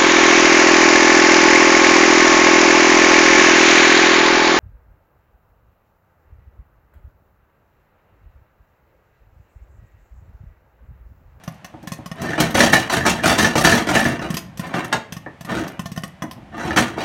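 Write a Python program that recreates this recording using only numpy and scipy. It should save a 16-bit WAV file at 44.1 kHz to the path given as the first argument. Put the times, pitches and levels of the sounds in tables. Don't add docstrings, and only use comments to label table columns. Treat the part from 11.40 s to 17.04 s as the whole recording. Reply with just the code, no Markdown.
import sys
import numpy as np
from scipy import signal
from scipy.fft import rfft, irfft
from scipy.io import wavfile
from scipy.ndimage import uniform_filter1d

SR = 44100
rng = np.random.default_rng(int(sys.argv[2]) if len(sys.argv) > 2 else 0)


def materialize(psi):
    bounded = np.clip(np.atleast_2d(psi).T, -1, 1)
    quanta = np.round(bounded * 32767).astype(np.int16)
    wavfile.write(sys.argv[1], SR, quanta)


N = 248724
RING_SIZE = 12288
AGE = np.arange(RING_SIZE) / SR
TIME = np.arange(N) / SR


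def undb(db):
    return 10 ** (np.asarray(db) / 20)


def unit(x):
    return x / np.sqrt(np.sum(x ** 2) + 1e-18)


def peak(x, size=220):
    return np.sqrt(uniform_filter1d(x ** 2, size).max())


def blend(parts):
    return sum(x / peak(x) * undb(db) for x, db in parts)


def add(track, t, x):
    i = max(int(t * SR), 0)
    track[i:i + len(x)] += x[:max(N - i, 0)]


def fade(t60):
    return np.exp(-np.log(1000) * AGE / max(t60, 1e-3))


def swell(rise_s):
    return 1 - np.exp(-AGE / max(rise_s, 1e-4))


def walk(rate_hz):
    return np.interp(TIME * rate_hz, np.arange(2048), rng.standard_normal(2048))


def band(x, lo_hz, hi_hz, order=2):
    edges = [lo_hz, min(hi_hz, SR / 2 - 1)]
    return signal.sosfilt(signal.butter(order, edges, "band", fs=SR, output="sos"), x)


def split(x, low_hz=370, high_hz=3300):
    def side(v, hz, kind):
        return signal.sosfilt(np.tile(signal.butter(2, hz, kind, fs=SR, output="sos"), (2, 1)), v)
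    above = side(x, low_hz, "high")
    return side(x, low_hz, "low"), side(above, high_hz, "low"), side(above, high_hz, "high")


def colour(x, spectrum, patchy_db=0, patch_hz=110):
    hz, db = np.transpose(spectrum)
    f = np.maximum(np.arange(len(x) // 2 + 1) * SR / len(x), 1)
    chance = rng.standard_normal(size=1024)
    patches = patchy_db * np.interp(f / patch_hz, np.arange(len(chance)), chance)
    gain = undb(np.interp(np.log(f), np.log(hz), db) + patches)
    return irfft(rfft(x) * gain, len(x))


def ring(modes, scatter_db, detune):
    out = 0
    for (hz, db, t60), (share, shift, side) in zip(modes, rng.uniform(-1, 1, (len(modes), 3))):
        wave = fade(t60) * np.sin(2 * np.pi * hz * (1 + 2 * detune * shift) * AGE)
        out = out + np.sign(side) * undb(db + scatter_db * share) * unit(wave)
    return unit(out)


def contacts(n, rate_hz, spread_db):
    hits = rng.random(n) < rate_hz / SR
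    strength = undb(spread_db * np.minimum(rng.standard_normal(n), 2))
    return hits * strength * rng.choice([-1, 1], n)


def burner(level_db=-44.5, flutter_db=7.0):
    # f/Hz, level/dB
    flame_spectrum = [(30, -2), (100, 9), (200, 5.5), (420, -9.5), (700, -1), (1100, -8.5), (1900, -10.5),
                      (3000, -16), (4600, -26), (6000, -28.5), (10000, -36.5), (16000, -47)]
    flame = colour(rng.standard_normal(N), flame_spectrum)
    bass, mid, treble = split(flame / np.std(flame))
    rush = bass * undb(flutter_db * np.tanh(walk(8.8)))
    return undb(level_db) * (rush + mid * undb(0.9 * walk(8)) + treble)


def kitchen(x, wet_db=-13, low_t60=0.58, mid_t60=0.4, high_t60=0.26, build_s=0.013):
    bass, mid, treble = split(rng.standard_normal(RING_SIZE))
    tail = bass * fade(low_t60) + mid * fade(mid_t60) + treble * fade(high_t60)
    tail *= 1 - np.exp(-(AGE / build_s) ** 2)
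    return x + undb(wet_db) * signal.fftconvolve(x, unit(tail))[:N]


def pot(modes_db=-2, bass_t60=0.15, mid_t60=0.13, treble_t60=0.1):
    # f/Hz, level/dB
    wall_spectrum = [(30, -73), (70, 4), (200, 12), (320, 3.5), (460, 3.5), (800, 5), (1100, 0.5),
                     (1700, 0.5), (2400, -4.5), (4200, -11), (4950, -15), (6000, -11), (10000, -28),
                     (16000, -32.5)]
    # f/Hz, level/dB, t60/s
    pot_modes = [(169.2, -8, 0.12), (193.4, -8.5, 0.066), (237.3, -6, 0.17), (312.6, 2, 0.087),
                 (423, -21.5, 0.9), (567.6, -10, 0.37), (677.2, -4.5, 0.085), (751.3, -6, 0.089),
                 (935, -11.5, 0.26), (1060, -40.5, 0.16), (1284, -10.5, 0.035), (1704, -14, 0.056),
                 (1807, -6, 0.13), (1950, -7.5, 0.032), (2324, -11.5, 0.055), (2736, -17, 0.37),
                 (3245, -20, 0.83), (3965, -19, 0.22), (4614, -19.5, 0.27), (5480, -22, 0.18),
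                 (5970, -22, 0.079), (6610, -26, 0.11), (8420, -27.5, 0.12), (8970, -25, 0.047),
                 (9570, -26, 0.066), (11710, -28, 0.056)]
    bass, mid, treble = split(colour(rng.standard_normal(RING_SIZE), wall_spectrum, patchy_db=4))
    crowd = bass * fade(bass_t60) + mid * fade(mid_t60) + treble * fade(treble_t60)
    return unit(unit(crowd) + undb(modes_db) * ring(pot_modes, scatter_db=6.5, detune=0.0039))


def crack(t60):
    # f/Hz, level/dB
    hull_spectrum = [(200, 4), (1000, -11.5), (3000, -5.5), (4500, -7.5), (6000, -3.5), (7400, -7.5),
                     (9500, 7), (11200, 0.5), (13000, -3.5), (16000, -19)]
    return colour(rng.standard_normal(RING_SIZE), hull_spectrum, patchy_db=3.5, patch_hz=260) * fade(t60)


def taps(rise_s=0.0022):
    # t/s, level/dB, upper cutoff f/Hz
    soft_blows = [(0.338, -31.5, 1000), (0.434, -34.5, 800), (0.587, -29, 950), (2.847, -25.5, 1180),
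                  (3.518, -27.5, 6100), (3.540, -18, 1400), (3.862, -27, 1720), (4.092, -24.5, 1700),
                  (4.111, -20, 1220), (4.163, -23.5, 900), (4.216, -23.5, 402), (4.835, -22.5, 1180),
                  (4.975, -35, 914), (5.246, -17, 350), (5.308, -20.5, 5000), (5.576, -17, 1070)]
    out = np.zeros(N)
    for t, db, cutoff_hz in soft_blows:
        tap = band(pot(), 49, cutoff_hz, order=3) * swell(rise_s)
        add(out, t, blend([(tap, db)]))
    return out


def lid(level_db=-3):
    # t/s, level/dB
    chinks = [(0.886, -24), (0.933, -15), (1.205, -5), (1.274, -13), (1.331, -2.5), (1.3548, -8),
              (1.61, -15.5), (1.7942, -20.5), (1.9966, -7.5), (2.0455, -6.5), (2.2478, -3.5), (2.27, -10),
              (2.3221, -5.5), (2.5651, -8), (2.5996, -11.5), (2.6523, -16), (2.8494, -45), (3.448, -27),
              (3.8622, -27.5), (5.308, -14.5)]
    # f/Hz, level/dB, t60/s
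    lid_modes = [(1680, -6.5, 0.16), (1757, 1.5, 0.08), (1873, -6.5, 0.18)]
    out = np.zeros(N)
    for t, db in chinks:
        add(out, t, blend([(ring(lid_modes, scatter_db=1, detune=0.0031), db + level_db)]))
    return out


def slips(count=14, size=1100):
    spots = [pot() for _ in range(count)]
    out = np.zeros(N)
    for start in range(0, N, size):
        force = unit(contacts(size, rate_hz=400, spread_db=7))
        add(out, start / SR, signal.fftconvolve(force, spots[rng.integers(count)]))
    return out


def push(start_s, rise_s, hold_s, slowing_db_per_s=117):
    age = TIME - start_s
    slowing = undb(-slowing_db_per_s * np.maximum(age - rise_s - hold_s, 0))
    return np.clip(age / max(rise_s, 1e-3), 0, 1) * slowing


def scrape(level_db=-3, bass_db=-2, bright_db=-1, kernels_db=5, judder_db=1.02,
           groan_db=-2, groan_hz=320, groan_top_db=-23, turn_s=0.014, treble_power=1.71):
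    # t/s, rise/s, hold/s, level/dB, relative treble/dB
    strokes = [(0.743, 0.091, 0.11, -25.5, -13), (0.981, 0.017, 0.023, -16.5, -8),
               (1.139, 0.01, .1, -15, -4), (1.318, 0.0097, 0.013, -14.5, 0),
               (1.489, 0.039, 0.041, -17, -5.5), (1.649, .01, 0.047, -16.5, -6),
               (1.817, 0.034, 0.058, -15, -4), (1.976, 0.011, 0.051, -15.5, -1),
               (2.149, 0.025, .03, -13.5, -3.5), (2.232, 0.0078, 0.11, -17, -2.5),
               (2.469, 0.028, 0.018, -18, -5.5), (2.524, 0.02, 0.043, -16, -5),
               (2.644, 0.013, 0.039, -21, -10.5), (2.776, 0.046, 0.044, -26.5, -13.5),
               (3.195, 0.027, 0.15, -31, -19), (3.332, 0.018, 0.013, -20, -13),
               (4.048, 0.08, 0.075, -23.5, -12.5), (5.112, .09, 0.12, -24.5, -13.5),
               (5.357, .012, 0.011, -16, -2), (5.554, 0.047, .04, -23.5, -11)]
    grind = slips()
    bands = (*split(grind), band(grind, 0.927 * groan_hz, 1.076 * groan_hz))
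    bass, mid, treble, groan = (x / np.std(x) for x in bands)
    kernel_hits = contacts(N, rate_hz=260, spread_db=6)
    ticks = signal.fftconvolve(kernel_hits, band(crack(t60=.02), 3000, 15000, order=1))[:N]
    rattle = undb(kernels_db) * ticks / np.std(ticks)
    force, sizzle = np.zeros(N), np.zeros(N)
    for t, rise_s, hold_s, db, treble_db in strokes:
        speed = push(t, rise_s, hold_s)
        stopping = np.clip((t - TIME) / turn_s + .5, 0, 1)
        force = force * stopping + undb(db) * speed
        sizzle = sizzle * stopping + undb(db + treble_db) * speed ** treble_power
    body = force * (undb(bass_db) * bass + mid)
    body += np.minimum(force, undb(groan_top_db)) * undb(groan_db) * groan
    out = body + sizzle * (undb(bright_db) * treble + force * rattle)
    return out * undb(level_db + judder_db * walk(45))


def knocks(level_db=-4, bright_db=-1, boom_db=-3, iron_db=-7, bounce=0.22, rise_s=0.0011):
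    # t/s, pot middle/dB, treble/dB, bass/dB, grate ring/dB, chatter decay/s
    blows = [(0.978, -13.5, -41, -17, -15.5, 0.013), (1.0, -13.5, -19, -15.5, -21, 0.026),
             (1.15, -8.5, -24, -20, -26, 0.024), (1.177, -9, -25, -38, -41, 0.012),
             (1.204, -5, -13, -13, -16, 0.015), (1.234, -7, -15.5, -18, -17, 0.0088),
             (1.331, -6.5, -14.5, -6, -9, 0.0059), (1.497, -15.5, -25, -42, -27, 0.0048),
             (1.534, -11.5, -21.5, -36, -24, 0.013), (1.651, -12, -32.5, -18, -20, 0.012),
             (1.663, -8, -17, -20, -7, 0.017), (1.694, -26, -17.5, -17, -14, 0.019),
             (1.836, -11, -44, -22, -16, 0.0062), (1.858, -12.5, -20, -12.5, -14, 0.06),
             (1.894, -10.5, -20, -18, -10, 0.038), (1.985, -10, -21, -12, -20, 0.03),
             (2.045, -13, -18.5, -15, -12, 0.027), (2.154, -9.5, -23, -10.5, -16, 0.011),
             (2.179, -25, -18.5, -22, -37, 0.011), (2.247, -6.5, -11.5, -8, -9, 0.012),
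             (2.269, -4.5, -17.5, -12, -34, 0.014), (2.322, -11, -22, -13.5, -40, 0.037),
             (2.377, -12, -22.5, -22, -30, 0.013), (2.469, -17.5, -30.5, -19, -19, 0.02),
             (2.487, -14.5, -27, -18, -15, 0.048), (2.55, -8.5, -19, -13, -57, 0.015),
             (2.564, -16, -33, -19, -60, 0.014), (2.651, -12.5, -29, -11, -31, 0.052),
             (3.339, -14.5, -38, -14.5, -40, 0.0055), (3.526, -10, -20.5, -33, -10, 0.021),
             (5.361, -11, -23, -14.5, -26, 0.012), (5.373, -4, -21, -39, -10.5, 0.0043),
             (5.387, -22, -23, -23, -16, 0.0098)]
    # f/Hz, level/dB, t60/s
    grate_modes = [(865, 0, .13), (1066, -4, .14), (1421, 1, .14), (2213, -11, .12), (3020, -8, .11),
                   (3230, -12, .11), (4570, -15, .11), (5276, -15, .11), (5970, -15, .11), (8200, -15, .08),
                   (8533, -15, .1)]
    out = np.zeros(N)
    for t, mid_db, treble_db, bass_db, grate_db, chatter_s in blows:
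        force = bounce * contacts(RING_SIZE, rate_hz=600, spread_db=2) * np.exp(-AGE / chatter_s)
        force[0] = 1
        bass, mid, treble = split(signal.fftconvolve(force, pot())[:RING_SIZE] * swell(rise_s))
        grate = ring(grate_modes, scatter_db=-1.5, detune=0.0148) * swell(rise_s)
        add(out, t, blend([(bass, bass_db + boom_db), (mid, mid_db + level_db),
                           (treble, treble_db + bright_db), (grate, grate_db + iron_db)]))
    return out


def pops(thump_hz=172, thump_t60=0.041, puff_s=0.0025, crack_t60=0.084, rise_s=0.00071,
         crack_db=-2, snap_db=-4.5, ring_db=-3, landing_db=-17):
    # t/s, crack/dB, thump/dB, ring/dB
    bursts = [(0.036, -36.5, -43, -45), (0.077, -35, -21, -25), (0.141, -50, -58, -49),
              (0.245, -33, -36, -30), (0.428, -44.5, -33, -49), (0.4725, -28, -27, -28),
              (0.5187, -26, -22, -24.5), (0.5344, -34, -53, -48), (0.6592, -32.5, -27.5, -29),
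              (0.7146, -34, -23.5, -26), (0.8167, -26, -21, -24), (1.0015, -12.5, -11.5, -35),
              (1.106, -28, -39, -40), (2.6415, -18.5, -43, -50), (2.7924, -49, -26, -21.5),
              (2.9029, -25, -15, -26.5), (2.9411, -22.5, -19.5, -35), (2.9683, -17.5, -27, -23),
              (3.173, -31, -37, -43), (3.1943, -25, -17.5, -26), (3.267, -37, -27, -54),
              (3.3545, -39, -25, -27), (3.4445, -26.5, -33, -30), (3.7227, -24.5, -25.5, -33),
              (3.766, -34, -25, -31), (4.0082, -34.5, -30, -32.5), (4.0478, -33, -27.5, -32),
              (4.278, -31, -32, -32), (4.3932, -27.5, -19, -22.5), (4.4569, -30, -24.5, -25.5),
              (4.517, -31.5, -24.5, -39), (4.5618, -35.5, -33, -31), (4.575, -29.5, -18.5, -23),
              (4.635, -27, -24.5, -21.5), (4.6836, -58, -59, -55), (4.8209, -29, -22, -20.5),
              (4.9111, -31, -43, -29)]
    # f/Hz, level/dB, t60/s
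    cavity_modes = [(550, -9, .07), (667, -2, .08), (745, -7, .09), (1076, 0, .07), (1180, -8, .06),
                    (1442, -9, .06), (1785, -3, .08), (1845, -4, .07), (2024, -7, .07), (2583, -10, .05),
                    (2928, -8, .03), (3380, -12, .05), (5189, -11, .04), (5900, -13, .04), (6180, -13, .04)]
    out = np.zeros(N)
    for t, hull_db, thump_db, cavity_db in bursts:
        fracture = crack(crack_t60) * swell(rise_s)
        hull, snap = band(fracture, 400, 8000), band(fracture, 8500, 17000)
        cavity = ring(cavity_modes, scatter_db=6, detune=.02) * swell(rise_s)
        hz = thump_hz * (1 + 0.033 * rng.standard_normal())
        thump = -np.sin(2 * np.pi * hz * AGE) * fade(thump_t60) * swell(puff_s)
        add(out, t, blend([(hull, hull_db + crack_db), (snap, hull_db + snap_db),
                           (cavity, cavity_db + ring_db), (thump, thump_db)]))
        flight_s = rng.uniform(.012, .05)
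        add(out, t + flight_s, blend([(crack(t60=0.013), hull_db + landing_db)]))
    return out


def scene():
    return (kitchen(pops() + knocks() + lid() + taps() + scrape()) + burner())[None]


def record(dry, low_cut_hz=42, top_hz=16200):
    rounded = 1.238 * np.tanh(dry / 1.47)
    lean = signal.sosfilt(signal.butter(3, low_cut_hz, "high", fs=SR, output="sos"), rounded)
    return signal.sosfilt(signal.ellip(10, .2, 90, top_hz, fs=SR, output="sos"), lean)


dry = scene()
out = record(dry)
materialize(out)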